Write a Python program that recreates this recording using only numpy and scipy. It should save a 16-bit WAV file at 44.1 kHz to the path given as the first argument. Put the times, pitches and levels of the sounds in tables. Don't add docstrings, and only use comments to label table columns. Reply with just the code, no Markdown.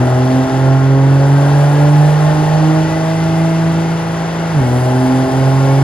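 import sys
import numpy as np
from scipy import signal
from scipy.fft import rfft, irfft, next_fast_len
from scipy.io import wavfile
from scipy.ndimage import uniform_filter1d, minimum_filter1d

SR = 44100
rng = np.random.default_rng(int(sys.argv[2]) if len(sys.argv) > 2 else 0)


def digitize_waveform(pressure):
    field = np.atleast_2d(pressure).T
    bounded = np.clip(field, -1, 1)
    quanta = np.round(bounded * 32767).astype(np.int16)
    wavfile.write(sys.argv[1], SR, quanta)


N = 257103

# frequency in Hz, left-right likeness 0-1, left minus right in dB,
# left phase lead in radians.
MIC_PORTS = [(140, 0.99, -1.5, 0.21), (320, 1, -1.2, 0.41), (570, 0.6, 0.8, 0.88), (825, 1, 1, 0.57),
             (1190, 0.67, 3.5, 0.82), (1740, 0.27, 5.5, 0.5), (2600, 0.85, -0.5, 0), (3300, 0.5, 2, 1.4),
             (4300, 0.87, 2, .5), (4960, 1, 3, 1.3), (7300, 0.6, -0.5, 5.5), (7100, 1, 1, -0.1),
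             (9430, 1, -0.5, -5), (9900, 1, -0.5, -6.5), (13870, 1, 0, -12.5)]
# centre in Hz, width in Hz, lift in dB.
STACK_RESONANCES = [(104.5, 5.4, 1.5), (844, 28, 1.5), (1072, 30, 5), (1400, 15, 7.5), (1963, 80, 4)]
SIDE = np.array([[.5], [-.5]])


def from_db(db):
    return 10 ** (np.asarray(db) / 20)


def unit_rms(x):
    return x / np.sqrt(np.mean(x ** 2) + 1e-20)


def in_time(rows):
    times_s, *columns = np.transpose(rows)
    return [np.interp(np.arange(N) / SR, times_s, c) for c in columns]


def at_hz(rows, hz):
    points_hz, *columns = np.transpose(rows)
    return [np.interp(np.log(np.maximum(hz, 1)), np.log(points_hz), c) for c in columns]


def peaks_db(rows, hz):
    return sum(lift_db / (1 + (2 * (hz - centre) / width) ** 2) for centre, width, lift_db in rows)


def drift(rate_hz):
    size = N // 40
    hz = np.arange(size // 2 + 1) * SR / N
    slow = irfft(rfft(rng.standard_normal(size)) / (1 + (hz / rate_hz) ** 2), size)
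    loop = unit_rms(np.append(slow, slow[0]))
    return np.interp(np.arange(N) * size / N, np.arange(size + 1), loop)


def tone(phase, hz, level_db, scatter_rad=0.71, ripple_hz=23):
    alike, balance_db, lead_rad = at_hz(MIC_PORTS, hz)
    ripple = np.sin(hz / ripple_hz) * np.minimum(hz / 600, 1)
    lead_rad = lead_rad + scatter_rad * np.sqrt(np.clip(1 - alike, 0, 1)) * ripple
    return np.sqrt(2) * from_db(level_db + SIDE * balance_db) * np.cos(phase + SIDE * lead_rad)


def air_noise(spectrum):
    size = next_fast_len(N)
    hz = np.arange(size // 2 + 1) * SR / size
    alike, balance_db, lead_rad = at_hz(MIC_PORTS, hz)
    alike = np.clip(alike, 0, 1)
    white = rfft(rng.standard_normal((3, size)))
    common = np.sqrt(alike) * white[0] * np.exp(1j * SIDE * lead_rad)
    separate = np.sqrt(1 - alike) * white[1:]
    colour_db = at_hz(spectrum, hz)[0] + peaks_db(STACK_RESONANCES, hz) + SIDE * balance_db
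    noise = irfft((common + separate) * from_db(colour_db), size)[:, :N]
    return noise / np.std(noise.mean(axis=0))


def gas_puffs(firing_phase, depth, jitter_rad=0.83):
    return unit_rms(np.exp(depth * np.cos(firing_phase + jitter_rad * drift(50))))


def wall_echo(direct, hz, delay_s=.0888):
    # frequency in Hz, echo re direct sound in dB.
    reflection = [(150, -20), (440, -14), (550, -2), (690, -14.5), (900, -9), (1300, -9)]
    fade_in = np.minimum(np.arange(N) / (delay_s * SR), 1)
    echo = direct * fade_in * from_db(at_hz(reflection, hz)[0])
    return np.pad(echo, ((0, 0), (int(delay_s * SR), 0)))[:, :N]


def exhaust_boom(firing_phase, firing_hz, flutter_db=0.79, lag_rad=1.18, spread_rad=0.499):
    # time in seconds, gain in dB, tilt in dB per octave.
    effort = [(0, 0, 0), (2.8, -0.5, 0.13), (3.6, 1, -0.5), (4.25, -7.5, 1), (4.5, -6, 0), (4.57, -1, -1.5),
              (4.7, -2, 0.44), (5.83, -1, 0.74)]
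    # frequency in Hz, base harmonic level in dB.
    stack_response = [(120, -14), (138, -8.5), (165, -11.5), (250, -19), (320, -24), (390, -24.5),
                      (490, -32), (570, -28.5), (648, -24), (690, -33), (790, -29.5), (940, -41.5),
                      (1060, -38.5), (1300, -56)]
    # centre in Hz, width in Hz, gain in dB.
    yard_peaks = [(129.4, .9, -4.5), (131.3, .6, -18), (149, 2.1, 3), (153.1, .6, -3), (160.2, 3.3, -6),
                  (253, 1.3, -11), (258.8, 7, 6.5), (289.5, 4, -6), (295.5, 6.4, 5.5), (301.7, 3.7, -13),
                  (307.2, 1.5, 9), (310.3, 4.4, -17), (313, 7.4, 13), (487.8, 2.8, -11)]
    # firing rate in Hz, left minus right in dB.
    lean = [(125, 3.5), (132, -2), (140, 0.5), (157, -2), (165, 1)]
    effort_db, tilt_db = in_time(effort)
    lean_db = SIDE * at_hz(lean, firing_hz)[0]
    boom = 0
    for k in range(1, 9):
        hz = k * firing_hz
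        pulse_db = effort_db + tilt_db * np.log2(k) + flutter_db * np.sqrt(k) * drift(9.2)
        path_db = at_hz(stack_response, hz)[0] + peaks_db(STACK_RESONANCES, hz)
        path_db = path_db + peaks_db(yard_peaks, hz) + (lean_db if k == 1 else 0)
        phase = k * firing_phase - (lag_rad + spread_rad * (k - 2)) * (k - 1)
        direct = tone(phase, hz, pulse_db + path_db)
        boom = boom + direct + wall_echo(direct, hz)
    return boom


def cylinder_growl(firing_phase, firing_hz, load_db, waver_db=3.0, smear_rad=0.38, scatter_db=0.9):
    # frequency in Hz, base line level in dB.
    pipe_response = [(20, -70), (55, -48), (80, -41.5), (105, -39.5), (150, -34.5), (210, -46.5),
                     (320, -37.5), (480, -43.5), (590, -42), (660, -39), (720, -48.5), (830, -35.5),
                     (890, -41.5), (960, -52.5), (1250, -57), (1500, -49.5), (2100, -58), (2400, -61)]
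    # gain in dB, indexed by sixths from the nearest firing harmonic.
    sideband_db = [6, -5.5, 2.5, 0.5, 3, -7]
    line_limit, pattern_fade_hz, main_resonance_hz = 100, 1000, 750
    wander = [drift(4.6) for _ in range(8)]
    growl = 0
    for k in range(2, line_limit):
        if k % 6 == 0 and k <= 48:
            continue
        hz = k / 6 * firing_hz
        swell, sway = (np.roll(wander[rng.integers(len(wander))], rng.integers(N)) for _ in range(2))
        pipe_db = at_hz(pipe_response, hz)[0] + peaks_db(STACK_RESONANCES, hz)
        push_db = load_db * np.exp(-np.log(hz / main_resonance_hz) ** 2 / 0.33)
        pattern_db = sideband_db[min(k % 6, -k % 6)] / (1 + (hz / pattern_fade_hz) ** 2)
        level_db = pipe_db + push_db + pattern_db + scatter_db * rng.normal() + waver_db * swell
        phase = k / 6 * firing_phase + 2 * np.pi * rng.random()
        growl = growl + tone(phase + smear_rad * np.sqrt(k / line_limit) * sway, hz, level_db)
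    return growl


def stack_rumble(firing_phase, load_db):
    # frequency in Hz, relative density in dB.
    spectrum = [(20, -36), (40, -25), (60, -8.5), (100, -3.5), (150, -3.5), (210, -9), (320, -4), (480, -4),
                (820, -3.5), (980, -5), (1200, -19.5), (2000, -56)]
    return from_db(-29.0 + 0.76 * load_db) * air_noise(spectrum) * gas_puffs(firing_phase, depth=0.24)


def gas_jet(firing_phase, load_db):
    # frequency in Hz, relative density in dB.
    spectrum = [(600, -37), (900, -22), (1060, 0), (1250, 1.5), (1450, 0.5), (1750, -2.5), (2020, -5),
                (2300, -12), (2800, -25), (5000, -55)]
    return from_db(-32.5 + 0.37 * load_db) * air_noise(spectrum) * gas_puffs(firing_phase, depth=0.19)


def turbo_hiss(firing_phase, flow_db):
    # frequency in Hz, relative density in dB.
    spectrum = [(1200, -26), (2200, -3.5), (2700, 0), (3400, -.5), (4000, -5.5), (4600, -4.5), (6300, -4.5),
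                (7200, -11.5), (9000, -55)]
    level_db = flow_db + 0.6 + 0.41 * drift(21)
    return from_db(level_db) * air_noise(spectrum) * gas_puffs(firing_phase, depth=0.12)


def air_spray(flow_db):
    # frequency in Hz, relative density in dB.
    spectrum = [(4000, -24), (6800, -10), (7600, 1), (8700, -1.5), (9800, 1.5), (11500, -9.5), (14000, -10),
                (16000, -19)]
    return from_db(flow_db - 0.05 + 0.97 * drift(25)) * air_noise(spectrum)


def rotor_band(track, width_hz):
    hz, level_db = in_time(track)
    phase = 2 * np.pi * np.cumsum(hz) / SR
    return sum(drift(width_hz) * tone(phase + turn, hz, level_db) for turn in (0, np.pi / 2)) / np.sqrt(2)


def driveline_whine():
    # time in seconds, pitch in Hz, level in dB.
    track = [(0, 1240, -39), (.9, 1392, -44), (1.5, 1610, -37), (2.75, 1925, -41), (3.05, 2025, -38),
             (3.5, 2130, -45), (5.0, 2188, -46), (5.83, 2210, -42)]
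    return rotor_band(track, width_hz=25)


def turbo_whistle():
    # time in seconds, pitch in Hz, level in dB.
    track = [(0, 4470, -57), (2.8, 4520, -50.5), (4.6, 4860, -64), (4.8, 4850, -48), (5.83, 4960, -45)]
    return rotor_band(track, width_hz=180)


def scene():
    # time in seconds, firing rate in Hz.
    engine_speed = [(0, 125.2), (.2, 127.4), (.4, 130.5), (.7, 133.2), (1.05, 136), (1.5, 142.6),
                    (2.2, 151.4), (2.4, 153.5), (2.9, 159.8), (3.2, 162.2), (3.8, 164.6), (4.42, 166.1),
                    (4.53, 164), (4.62, 127.7), (4.68, 123), (4.8, 126.2), (5.25, 130.9), (5.83, 137.1)]
    # time in seconds, then growl, turbo hiss and spray drive in dB.
    gas_flow = [(0.0, -21.5, -37.5, -46.5), (0.21, -24.5, -38, -46.5), (0.45, -22.5, -37, -46),
                (0.94, -25.5, -40, -50.5), (1.59, -20.5, -36, -43), (2.79, -22.5, -36, -45.5),
                (3.3, -25, -37, -46), (4.48, -24, -38, -49), (4.69, -24.5, -38, -43.5),
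                (5.68, -22.5, -36.5, -44.5), (5.83, -22, -36.5, -44)]
    firing_hz, = in_time(engine_speed)
    growl_db, hiss_db, spray_db = in_time(gas_flow)
    load_db = growl_db + 25
    firing_phase = 2 * np.pi * np.cumsum(firing_hz) / SR + 0.0095 * drift(11)
    engine = exhaust_boom(firing_phase, firing_hz) + cylinder_growl(firing_phase, firing_hz, load_db)
    gas = stack_rumble(firing_phase, load_db) + gas_jet(firing_phase, load_db)
    air = turbo_hiss(firing_phase, hiss_db) + air_spray(spray_db)
    return engine + gas + air + driveline_whine() + turbo_whistle()


def record(dry):
    ceiling, window_samples, fade_samples, cutoff_hz = .9, 441, 100, 15600
    needed_gain = np.minimum(1, ceiling / (np.abs(dry).max(axis=0) + 1e-9))
    gain = uniform_filter1d(minimum_filter1d(needed_gain, window_samples), window_samples)
    edge_samples = np.minimum(np.arange(N), np.arange(N)[::-1])
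    fade = np.minimum(edge_samples / fade_samples, 1)
    low_pass = signal.ellip(10, .1, 90, cutoff_hz, fs=SR, output="sos")
    return signal.sosfilt(low_pass, dry * gain * fade)


dry = scene()
out = record(dry)
digitize_waveform(out)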